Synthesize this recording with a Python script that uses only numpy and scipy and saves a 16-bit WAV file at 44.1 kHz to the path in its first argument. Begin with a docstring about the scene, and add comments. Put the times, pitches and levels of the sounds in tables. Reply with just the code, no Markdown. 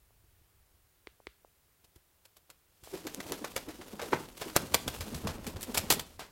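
"""Inside an old timber and brick loft a few small taps, pats and feather shuffles come before the flight.
Then a pigeon takes off and flutters close past the microphone, some seven or eight beats a second.
Downstrokes push low, sinking puffs of air, feathers slap in ragged bursts of noise and barb clicks, and
on some beats the wings clap with a tick and a pop. Partway through, the bird bumps into ringing timber.
Air swirls and feathers rustle between the slaps; draught and faint hiss lie underneath."""
import sys
import numpy as np
from scipy import signal
from scipy.fft import rfft, irfft, next_fast_len
from scipy.io import wavfile
from scipy.ndimage import uniform_filter1d

SR = 44100
rng = np.random.default_rng(int(sys.argv[2]) if len(sys.argv) > 2 else 0)


def put_to_file(sound):
    """Save the sound as 16-bit audio at rate SR, in the file named by the first command-line argument."""
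    columns = np.atleast_2d(sound).T  # one column per channel
    safe = np.clip(columns, -1, 1)
    whole_steps = np.round(safe * 32767)
    wavfile.write(sys.argv[1], SR, whole_steps.astype(np.int16))


N = 278310
TIME = np.arange(N) / SR   # s

# Levels in the tables are relative; each layer sets its own balance.
# faint steady hiss of the place: [f/Hz, level/dB per Hz]
QUIET_SPECTRUM = [(59, -15), (100, -13), (174, -6), (239, -14), (389, -8), (558, -12.5), (721, -12.5),
                  (1170, -14), (1420, -14), (6150, -19.5), (16000, -15)]
QUIET_DB = -70
# draught and handling on the microphone: [t/s, level/dB]
DRAUGHT_LEVEL = [(0, -66.5), (.6, -66), (.95, -74.5), (2.77, -75.5), (2.85, -63), (4.8, -62), (5.35, -45),
                 (5.65, -54.5), (5.95, -53), (6.31, -64)]
# low wind of the draught: [f/Hz, level/dB per Hz]
RUMBLE_SPECTRUM = [(15, -5), (40, 1), (80, 1), (115, -4.5), (190, -28), (400, -39)]
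# buffeting of a gust: [f/Hz, level/dB per Hz]
GUST_SPECTRUM = [(20, -21), (50, 2.5), (90, 5), (160, -2.5), (240, -11), (450, -42)]
# wind of each slap at the microphone, strongest as the bird passes: [t/s, level/dB]
DOWNWASH_LEVEL = [(3.0, -76), (3.8, -68), (4.13, -62), (4.56, -64), (4.75, -47), (4.88, -39.5),
                  (5.25, -37.5), (5.6, -46.5), (6.0, -44.5), (6.2, -64)]
GUST_LAG_S, GUST_WIDTH_S = 0.005, 0.022
GUST_FOLLOWS, USUAL_SLAP_DB = 0.11, -33   # gust dB per dB of slap above the usual slap
# soft low bumps of a hand on the microphone: [t/s, level/dB]
HANDLING_BUMPS = [(0.239, -51), (0.412, -56), (0.563, -62), (0.74, -57), (1.838, -54), (1.96, -42.5),
                  (2.829, -43)]
# ring of the microphone casing: [f/Hz, level/dB, t60/s]
CASING_MODES = [(65, -7, 0.091), (134, -10.5, 0.041), (345, -12, 0.044)]

# small hard taps close to the microphone: [t/s, level/dB]
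HARD_TAPS = [(1.0714, -31), (1.2696, -27.5)]
# ring of a hard tap: [f/Hz, level/dB, t60/s]
HARD_TAP_MODES = [(61, -14, 0.092), (385, 3, 0.013), (1040, 3, 0.0038), (2110, 4, 0.0052),
                  (2500, -2.5, 0.0031), (3130, -5.5, 0.0052), (4330, -1.5, 0.0021), (8500, -5.5, 0.00094)]
# soft dull pats: [t/s, level/dB]
SOFT_PATS = [(.106, -50.5), (1.2015, -38.5), (1.4475, -36), (2.4945, -44), (2.8735, -30)]
# ring of a soft pat: [f/Hz, level/dB, t60/s]
SOFT_PAT_MODES = [(470, 1, 0.006), (860, 5.5, 0.002)]

# wings in motion: [t/s, stirred air level/dB, feather hiss level/dB]
FLUTTER_LEVELS = [(2.7, -88, -80), (2.84, -86, -62.5), (2.93, -61, -56.5), (3.03, -63, -58),
                  (3.33, -50.5, -51.5), (3.75, -61, -57), (3.95, -57, -56.5), (4.19, -45, -51),
                  (4.35, -64, -61), (4.375, -56.5, -50.5), (4.6, -50.5, -50.5), (4.98, -54, -50),
                  (5.33, -49.5, -54), (5.57, -52.5, -59), (5.77, -53, -49.5), (5.96, -44, -56),
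                  (6.07, -62, -61), (6.31, -76, -69)]
# swirling air: [f/Hz, level/dB per Hz]
SWIRL_SPECTRUM = [(70, -6), (130, -9), (220, 1), (330, -3), (500, -4), (700, -14.5), (1000, -14.5)]
# rustle of the vanes: [f/Hz, level/dB per Hz]
RUSTLE_BODY_SPECTRUM = [(300, 1), (520, -1), (900, -3.5), (1500, -8), (2400, -12.5), (3800, -17)]
# rustle of the feather tips: [f/Hz, level/dB per Hz]
RUSTLE_HISS_SPECTRUM = [(1500, -21), (2600, -1.5), (4500, -1.5), (8500, -3.5), (13000, -5), (16000, -11)]
# crackle of loose feathers: [f/Hz, level/dB per Hz]
CRACKLE_SPECTRUM = [(500, 10.5), (1200, 0), (3000, 3), (7000, -13), (15000, -5)]
# the wings lift again after each slap, and air and rustle swell
UPSTROKE_LAG_S, UPSTROKE_WIDTH_S, UPSTROKE_DB = 0.07, 0.0061, 3.5

# the bird bumps into timber: [t/s, level/dB]
TIMBER_BUMPS = [(4.1311, -14.5), (4.137, -44)]
# ring of the timber: [f/Hz, level/dB, t60/s]
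TIMBER_MODES = [(132, -18, .09), (298, -7.5, .035), (556, -7, 0.0089), (896, -0.5, 0.026),
                (1390, 6.5, 0.0028)]
# air pushed by a downstroke: [t/s at its height, level/dB, f/Hz around its height]
DOWNSTROKE_PUFFS = [(2.942, -33, 370.8), (3.059, -36.5, 302), (3.187, -36.5, 225.3), (3.32, -35, 392),
                    (3.42, -40, 293), (3.684, -38, 338.3), (3.801, -43.5, 335), (3.94, -38.5, 213.7),
                    (4.029, -36, 480), (4.067, -44, 400), (4.135, -28, 343), (4.469, -36.5, 328.9),
                    (4.868, -37.5, 275), (5.075, -36.5, 217), (5.132, -35.5, 234.6), (5.253, -29.5, 208.7),
                    (5.271, -45, 118.3), (5.476, -35.5, 223.4), (5.693, -33.5, 245.2),
                    (5.841, -38.5, 227.3), (5.918, -41, 272.5)]
# wings meet: [t/s, quill tick level/dB, trapped air pop level/dB]
WING_CLAPS = [(3.0688, -18.5, -51), (3.1466, -16.5, -30), (3.3216, -13.5, -26), (3.4482, -18, -25),
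              (3.5648, -12.5, -22.5), (4.5638, 1.5, -0.5), (5.6297, -16, -52), (5.7772, -14, -24),
              (5.903, -0.5, -18), (5.9241, -17, -10.5)]
# tick of stiff quills: [f/Hz, level/dB, t60/s]
QUILL_MODES = [(3420, -10, 0.0017), (6400, -6, 0.0015), (11500, -6, 0.00086)]
# pop of trapped air: [f/Hz, level/dB, t60/s]
POP_MODES = [(530, -3, 0.0042), (1350, -5.5, 0.0035)]

# feathers slap or brush: [t/s, level/dB, brightness/dB, t60/s]
# brightness above 0 gives more barb sizzle, below 0 more vane thwack
FEATHER_SLAPS = [(2.835, -56, 3.5, 0.75), (2.935, -52.5, -0.5, 0.37), (3.069, -41, -1, 0.1),
                 (3.202, -42.5, -3, .06), (3.32, -39.5, -1.5, .09), (3.443, -40, -6, 0.093),
                 (3.5622, -31.5, -2, 0.078), (3.686, -49, -3, 0.21), (3.812, -49, -4.5, 0.12),
                 (3.994, -46.5, -10, 0.15), (4.016, -42.5, -2, 0.14), (4.1233, -41.5, -8.5, 0.057),
                 (4.131, -38, -11, 0.12), (4.4128, -39.5, -3.5, 0.13), (4.497, -45.5, -5, 0.042),
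                 (4.5567, -35, -5.5, 0.097), (4.5648, -27.5, 4, 0.033), (4.743, -16.5, 1.5, 0.043),
                 (4.878, -32.5, -1, 0.069), (5.007, -35.5, -1, 0.085), (5.144, -42, 1, .14),
                 (5.271, -33, -2, .05), (5.29, -44.5, -5, 0.18), (5.466, -39.5, 1.5, 0.14),
                 (5.56, -47, -2.5, 0.092), (5.608, -46, 6, 0.14), (5.629, -38.5, 4, 0.065),
                 (5.744, -35, 1.5, .2), (5.773, -26.5, 3, 0.069), (5.903, -20, 2.5, .078),
                 (5.922, -29, 5.5, 0.082), (5.994, -35, 3.5, 0.07), (6.193, -45.5, -4, 0.23)]
SLAP_RISE_S = 0.0012
TOUCH_LEAD_S, TOUCH_DB = 0.0033, -17.5   # the wing tips touch just before the slap
# the perched bird shuffles its feathers: [t/s, level/dB]
FEATHER_SHUFFLES = [(1.841, -58.5), (1.957, -58), (2.251, -55.5), (2.365, -55), (2.499, -50)]
SHUFFLE_RISE_S, SHUFFLE_T60_S, SHUFFLE_BRIGHT_DB = 0.0038, 0.046, 2.5
# thwack of the vanes: [f/Hz, level/dB per Hz]
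SLAP_BODY_SPECTRUM = [(100, -7.5), (250, -6.5), (500, -1), (1100, -5), (1700, -6.5), (2500, -11.5),
                      (4000, -28)]
# hiss of the barbs: [f/Hz, level/dB per Hz]
SLAP_HISS_SPECTRUM = [(1400, -14), (2400, -1.5), (3500, 0), (4700, -0.5), (7000, -5), (8800, -11)]
# sizzle of the barbs: [f/Hz, level/dB per Hz]
SLAP_SIZZLE_SPECTRUM = [(6000, -17), (7500, 0.5), (9000, -3.5), (11000, -1), (14000, -3), (16000, -9)]

# decay of the loft's echo: [f/Hz, t60/s]
ECHO_T60 = [(150, 0.47), (400, 0.14), (1000, 0.29), (3000, 0.22), (7000, 0.37), (15000, 0.094)]
# strength of the loft's echo: [f/Hz, level/dB]
ECHO_LEVEL = [(150, -4.5), (500, -16.5), (1500, -12.5), (4000, -14.5), (8000, -22.5), (14000, -17)]
# reflections from nearby beams: [delay/s, gain]
BEAM_REFLECTIONS = [(.0028, -0.0057), (.0037, -0.047), (.0071, .1)]
CUTOFF_HZ = 16000


def from_db(db):
    """Decibels to gain."""
    return np.exp(np.asarray(db) * (np.log(10) / 20))


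def rms_one(x):
    """Scale to unit power."""
    return x / np.sqrt(np.mean(x ** 2) + 1e-20)


def dying(age, t60):
    """Exponential decay, down 60 dB after t60 seconds."""
    return np.exp(-np.log(1000) * age / t60)


def add(track, s, sound):
    """Mix a sound into the track at time s."""
    start = max(round(s * SR), 0)
    track[start:start + len(sound)] += sound[:N - start]


def filtered(x, order, edge_hz, kind="low"):
    """Smooth-edged low-pass or band-pass filter."""
    return signal.sosfilt(signal.butter(order, edge_hz, kind, fs=SR, output="sos"), x)


def gains_in_time(rows):
    """One gain curve for each dB column, silent before the first row."""
    s, *columns = np.transpose(rows)
    return [from_db(np.interp(TIME, s, c)) * (TIME >= s[0]) for c in columns]


def swells(rows, width):
    """A smooth bump at each (s, height); where two overlap the higher one counts."""
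    s, height = np.transpose(rows)
    coarse = np.linspace(0, N / SR, N // 100)
    bumps = height * np.exp(-((coarse[:, None] - s) / width) ** 2 / 2)
    return np.interp(TIME, coarse, bumps.max(axis=1))


def flicker(per_s, depth_db):
    """A gain that wanders at random, per_s times a second."""
    knots = rng.standard_normal(N // 100)
    wander = np.interp(TIME * per_s, np.arange(len(knots)), np.clip(knots, -2, 2))
    return from_db(depth_db * wander)


def at_hz(points, hz):
    """Read a table on a log-frequency axis."""
    f, value = np.transpose(points)
    return np.interp(np.log(hz + 1e-9), np.log(f), value)


def coloured(x, spectrum):
    """Give x a spectrum that falls away beyond its ends; rms 1."""
    size = next_fast_len(N, real=True)
    hz = np.fft.rfftfreq(size, 1 / SR)
    low_skirt = np.minimum(hz / spectrum[0][0], 1)
    high_skirt = np.minimum(spectrum[-1][0] / (hz + 1), 1)
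    gain = from_db(at_hz(spectrum, hz)) * (low_skirt * high_skirt) ** 2
    return rms_one(irfft(rfft(x, size) * gain, size)[:N])


def noise(spectrum):
    """Smooth noise of a given colour."""
    return coloured(rng.standard_normal(N), spectrum)


def barbs(spectrum, per_s, spread_db, smooth):
    """Feather barbs flick over each other: tiny clicks of uneven size on a smooth hiss."""
    sizes = from_db(spread_db * np.minimum(rng.exponential(1, N), np.pi))
    signs = rng.choice([-1, 1], N)
    clicks = rms_one(sizes * signs * (rng.random(N) < per_s / SR))
    return coloured(clicks + smooth * rng.standard_normal(N), spectrum)


def struck(modes, swell=1e-6):
    """The ring of an object after one blow; each mode builds up over `swell` of its cycles."""
    age = TIME[:SR // 4]
    ring = np.zeros(len(age))
    for k, (hz, db, t60) in enumerate(modes):
        build_up = 1 - np.exp(-age * hz / swell)
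        mode = from_db(db) * np.sin(2 * np.pi * hz * age) * dying(age, t60) * build_up
        ring += (-1) ** k * mode   # neighbouring modes start in opposite directions
    return ring


def blows(rows, modes, swell):
    """One object struck at each (s, dB)."""
    out = np.zeros(N)
    for s, db in rows:
        add(out, s, from_db(db) * struck(modes, swell))
    return out


def loft(x, build_up):
    """Direct sound, reflections off the beams, and a diffuse tail with its own decay in each band."""
    age = TIME[:SR * 3 // 4]
    edges = np.geomspace(60, 17000, 11)   # Hz
    response = np.zeros(len(age))
    for low, high in zip(edges, edges[1:]):
        hz = np.sqrt(low * high)
        band = filtered(rng.standard_normal(len(age)), 2, [low, high], "band")
        tail = band * dying(age, at_hz(ECHO_T60, hz)) * (1 - np.exp(-age / build_up))
        bandwidth_gain = np.sqrt(2 * (high - low) / SR / len(age))
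        response += from_db(at_hz(ECHO_LEVEL, hz)) * rms_one(tail) * bandwidth_gain
    for delay, gain in BEAM_REFLECTIONS:
        response[round(delay * SR)] += gain
    return x + signal.fftconvolve(x, response)[:N]


def quiet():
    """Faint steady hiss: coloured noise at a constant level."""
    return from_db(QUIET_DB) * noise(QUIET_SPECTRUM)


def draught(steady_db, gusts_db):
    """Low wind on the microphone: a steady draught, and a gust just after each slap."""
    level, = gains_in_time(DRAUGHT_LEVEL)
    steady = from_db(steady_db) * level * noise(RUMBLE_SPECTRUM)
    s, db, _, _ = np.transpose(FEATHER_SLAPS)
    downwash_db = np.interp(s, *np.transpose(DOWNWASH_LEVEL))
    strength = from_db(downwash_db + GUST_FOLLOWS * (db - USUAL_SLAP_DB))
    swell = swells(np.column_stack([s + GUST_LAG_S, strength]), GUST_WIDTH_S)
    gusts = from_db(gusts_db) * swell * noise(GUST_SPECTRUM)
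    return (steady + gusts) * flicker(per_s=25, depth_db=1.5)


def handling():
    """A hand bumps the microphone and the low modes of its casing ring."""
    return blows(HANDLING_BUMPS, CASING_MODES, swell=0.16)


def taps(tap_edge_hz, pat_edge_hz):
    """Short dry taps and pats; the softer the contact, the lower its upper edge."""
    # the tiny offset keeps the filters clear of vanishingly small numbers
    hard = filtered(blows(HARD_TAPS, HARD_TAP_MODES, swell=0.91) + 1e-18, 2, tap_edge_hz)
    soft = filtered(blows(SOFT_PATS, SOFT_PAT_MODES, swell=0.23) + 1e-18, 4, pat_edge_hz)
    return hard + soft


def tap_echo(level_db, low_hz, high_hz):
    """The click of each tap's contact spreads into the loft and comes back as a faint wash."""
    clicks = np.zeros(N)
    for s, db in HARD_TAPS:
        add(clicks, s, from_db([db + level_db]))   # one sample long
    radiated = filtered(clicks + 1e-18, 2, [low_hz, high_hz], "band")
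    return loft(radiated, build_up=0.021) - radiated   # the echo alone


def flutter(swirl_db, body_db, hiss_db, crackle_db):
    """Between the slaps air swirls and feathers rustle and crackle in uneven spurts, most on the upstroke."""
    swirl, hiss = gains_in_time(FLUTTER_LEVELS)
    upstroke = swells([(s + UPSTROKE_LAG_S, 1) for s, *_ in FEATHER_SLAPS], UPSTROKE_WIDTH_S)
    eddies = from_db(swirl_db) * swirl * noise(SWIRL_SPECTRUM) * flicker(per_s=76, depth_db=4.0)
    vanes = barbs(RUSTLE_BODY_SPECTRUM, per_s=400, spread_db=3, smooth=.9)
    tips = barbs(RUSTLE_HISS_SPECTRUM, per_s=1500, spread_db=2.5, smooth=1.3)
    loose = barbs(CRACKLE_SPECTRUM, per_s=90, spread_db=3, smooth=0)
    # the vanes sit midway in level between the stirred air and the hiss
    rustle = from_db(body_db) * np.sqrt(swirl * hiss) * vanes
    rustle += hiss * (from_db(hiss_db) * tips + from_db(crackle_db) * loose)
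    return from_db(UPSTROKE_DB * upstroke) * (eddies + rustle * flicker(per_s=90, depth_db=2.5))


def timber_bump():
    """The bird's body hits timber, which rings in a few short, quickly damped modes."""
    return blows(TIMBER_BUMPS, TIMBER_MODES, swell=0.17)


def puffs(level_db, rise, fall, glide, wander, ripple, wake_db, wake_spread):
    """A vortex leaves the wing: low cycles that sink in pitch as it widens, in a longer turbulent wake."""
    vortex, wake = np.zeros(N), np.zeros(N)
    lead = 1 / 10   # s of sound before the height of the puff
    age = TIME[:SR // 4] - lead
    stage = age / np.where(age < 0, rise, fall)
    for s, db, hz in DOWNSTROKE_PUFFS:
        eddies = rms_one(uniform_filter1d(rng.standard_normal((2, len(age))), size=130))
        pitch = hz * np.exp(-glide * age + wander * eddies[0])
        phase = 2 * np.pi * (np.cumsum(pitch) / SR + rng.random())
        wave = np.sin(phase) + ripple * eddies[1] * np.sin(1.5 * phase)   # smaller eddies spin faster
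        add(vortex, s - lead, from_db(db + level_db) / np.cosh(stage) * wave)
        add(wake, s - lead, from_db(db + wake_db) / np.cosh(stage / wake_spread))
    return vortex + wake * noise(SWIRL_SPECTRUM)


def claps(crack_db, crack_t60):
    """Quills meet with a sharp tick and a short crack, and the air between the wings pops out."""
    out, age = np.zeros(N), TIME[:SR // 50]
    for s, tick_db, pop_db in WING_CLAPS:
        add(out, s, from_db(tick_db) * struck(QUILL_MODES))
        add(out, s, from_db(pop_db) * struck(POP_MODES))
        crack = rng.standard_normal(len(age)) * dying(age, crack_t60)
        add(out, s, from_db(tick_db + crack_db) * crack)
    return out


def strokes():
    """Every slap and shuffle as (s, dB, brightness dB, rise s, t60 s)."""
    flying = [(s, db, bright, SLAP_RISE_S, t60) for s, db, bright, t60 in FEATHER_SLAPS]
    perched = [(s, db, SHUFFLE_BRIGHT_DB, SHUFFLE_RISE_S, SHUFFLE_T60_S) for s, db in FEATHER_SHUFFLES]
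    return flying + perched


def slaps(body_db, hiss_db, sizzle_db):
    """Vanes thwack, barbs hiss: a light touch, a quick rise, then a decay as the feathers slide apart."""
    body, hiss, sizzle = np.zeros(N), np.zeros(N), np.zeros(N)
    age = TIME[:SR // 4] - TOUCH_LEAD_S
    for s, db, bright_db, rise, t60 in strokes():
        attack = np.clip(age / rise, from_db(TOUCH_DB), 1)
        shape = from_db(db) * attack * dying(np.maximum(age - rise, 0), t60)
        add(body, s - TOUCH_LEAD_S, from_db(body_db - bright_db) * shape)
        add(hiss, s - TOUCH_LEAD_S, from_db(hiss_db) * shape)
        add(sizzle, s - TOUCH_LEAD_S, from_db(sizzle_db + bright_db) * shape)
    feathers = body * barbs(SLAP_BODY_SPECTRUM, per_s=4000, spread_db=3.0, smooth=0.78)
    feathers += hiss * barbs(SLAP_HISS_SPECTRUM, per_s=5800, spread_db=2.5, smooth=1.0)
    feathers += sizzle * barbs(SLAP_SIZZLE_SPECTRUM, per_s=6000, spread_db=7.5, smooth=0.36)
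    # the flight feathers land one after another, so every slap is ragged
    return flicker(per_s=450, depth_db=3.0) * feathers


def scene():
    """The bird in the loft, with taps, handling, draught and faint hiss at the microphone."""
    rumble = draught(steady_db=-1.5, gusts_db=-1.5) + handling()
    near = taps(tap_edge_hz=11000, pat_edge_hz=1350)
    near += tap_echo(level_db=14.5, low_hz=1200, high_hz=4530)
    rustle = flutter(swirl_db=-1.5, body_db=-3.0, hiss_db=-2.93, crackle_db=-7.5)
    air = puffs(level_db=-0.5, rise=0.0054, fall=0.0079, glide=6, wander=0.126, ripple=0.33,
                wake_db=-9, wake_spread=1.5)
    wings = slaps(body_db=-1.0, hiss_db=-1.5, sizzle_db=-4.5) + claps(crack_db=-14, crack_t60=0.0022)
    bird = loft(wings + air + timber_bump(), build_up=0.02) + rustle   # the rustle stays dry
    return (quiet() + rumble + near + bird)[None]


def record(dry):
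    """The top is cut steeply."""
    return signal.sosfilt(signal.ellip(10, .2, 70, CUTOFF_HZ, fs=SR, output="sos"), dry)


dry = scene()
out = record(dry)
put_to_file(out)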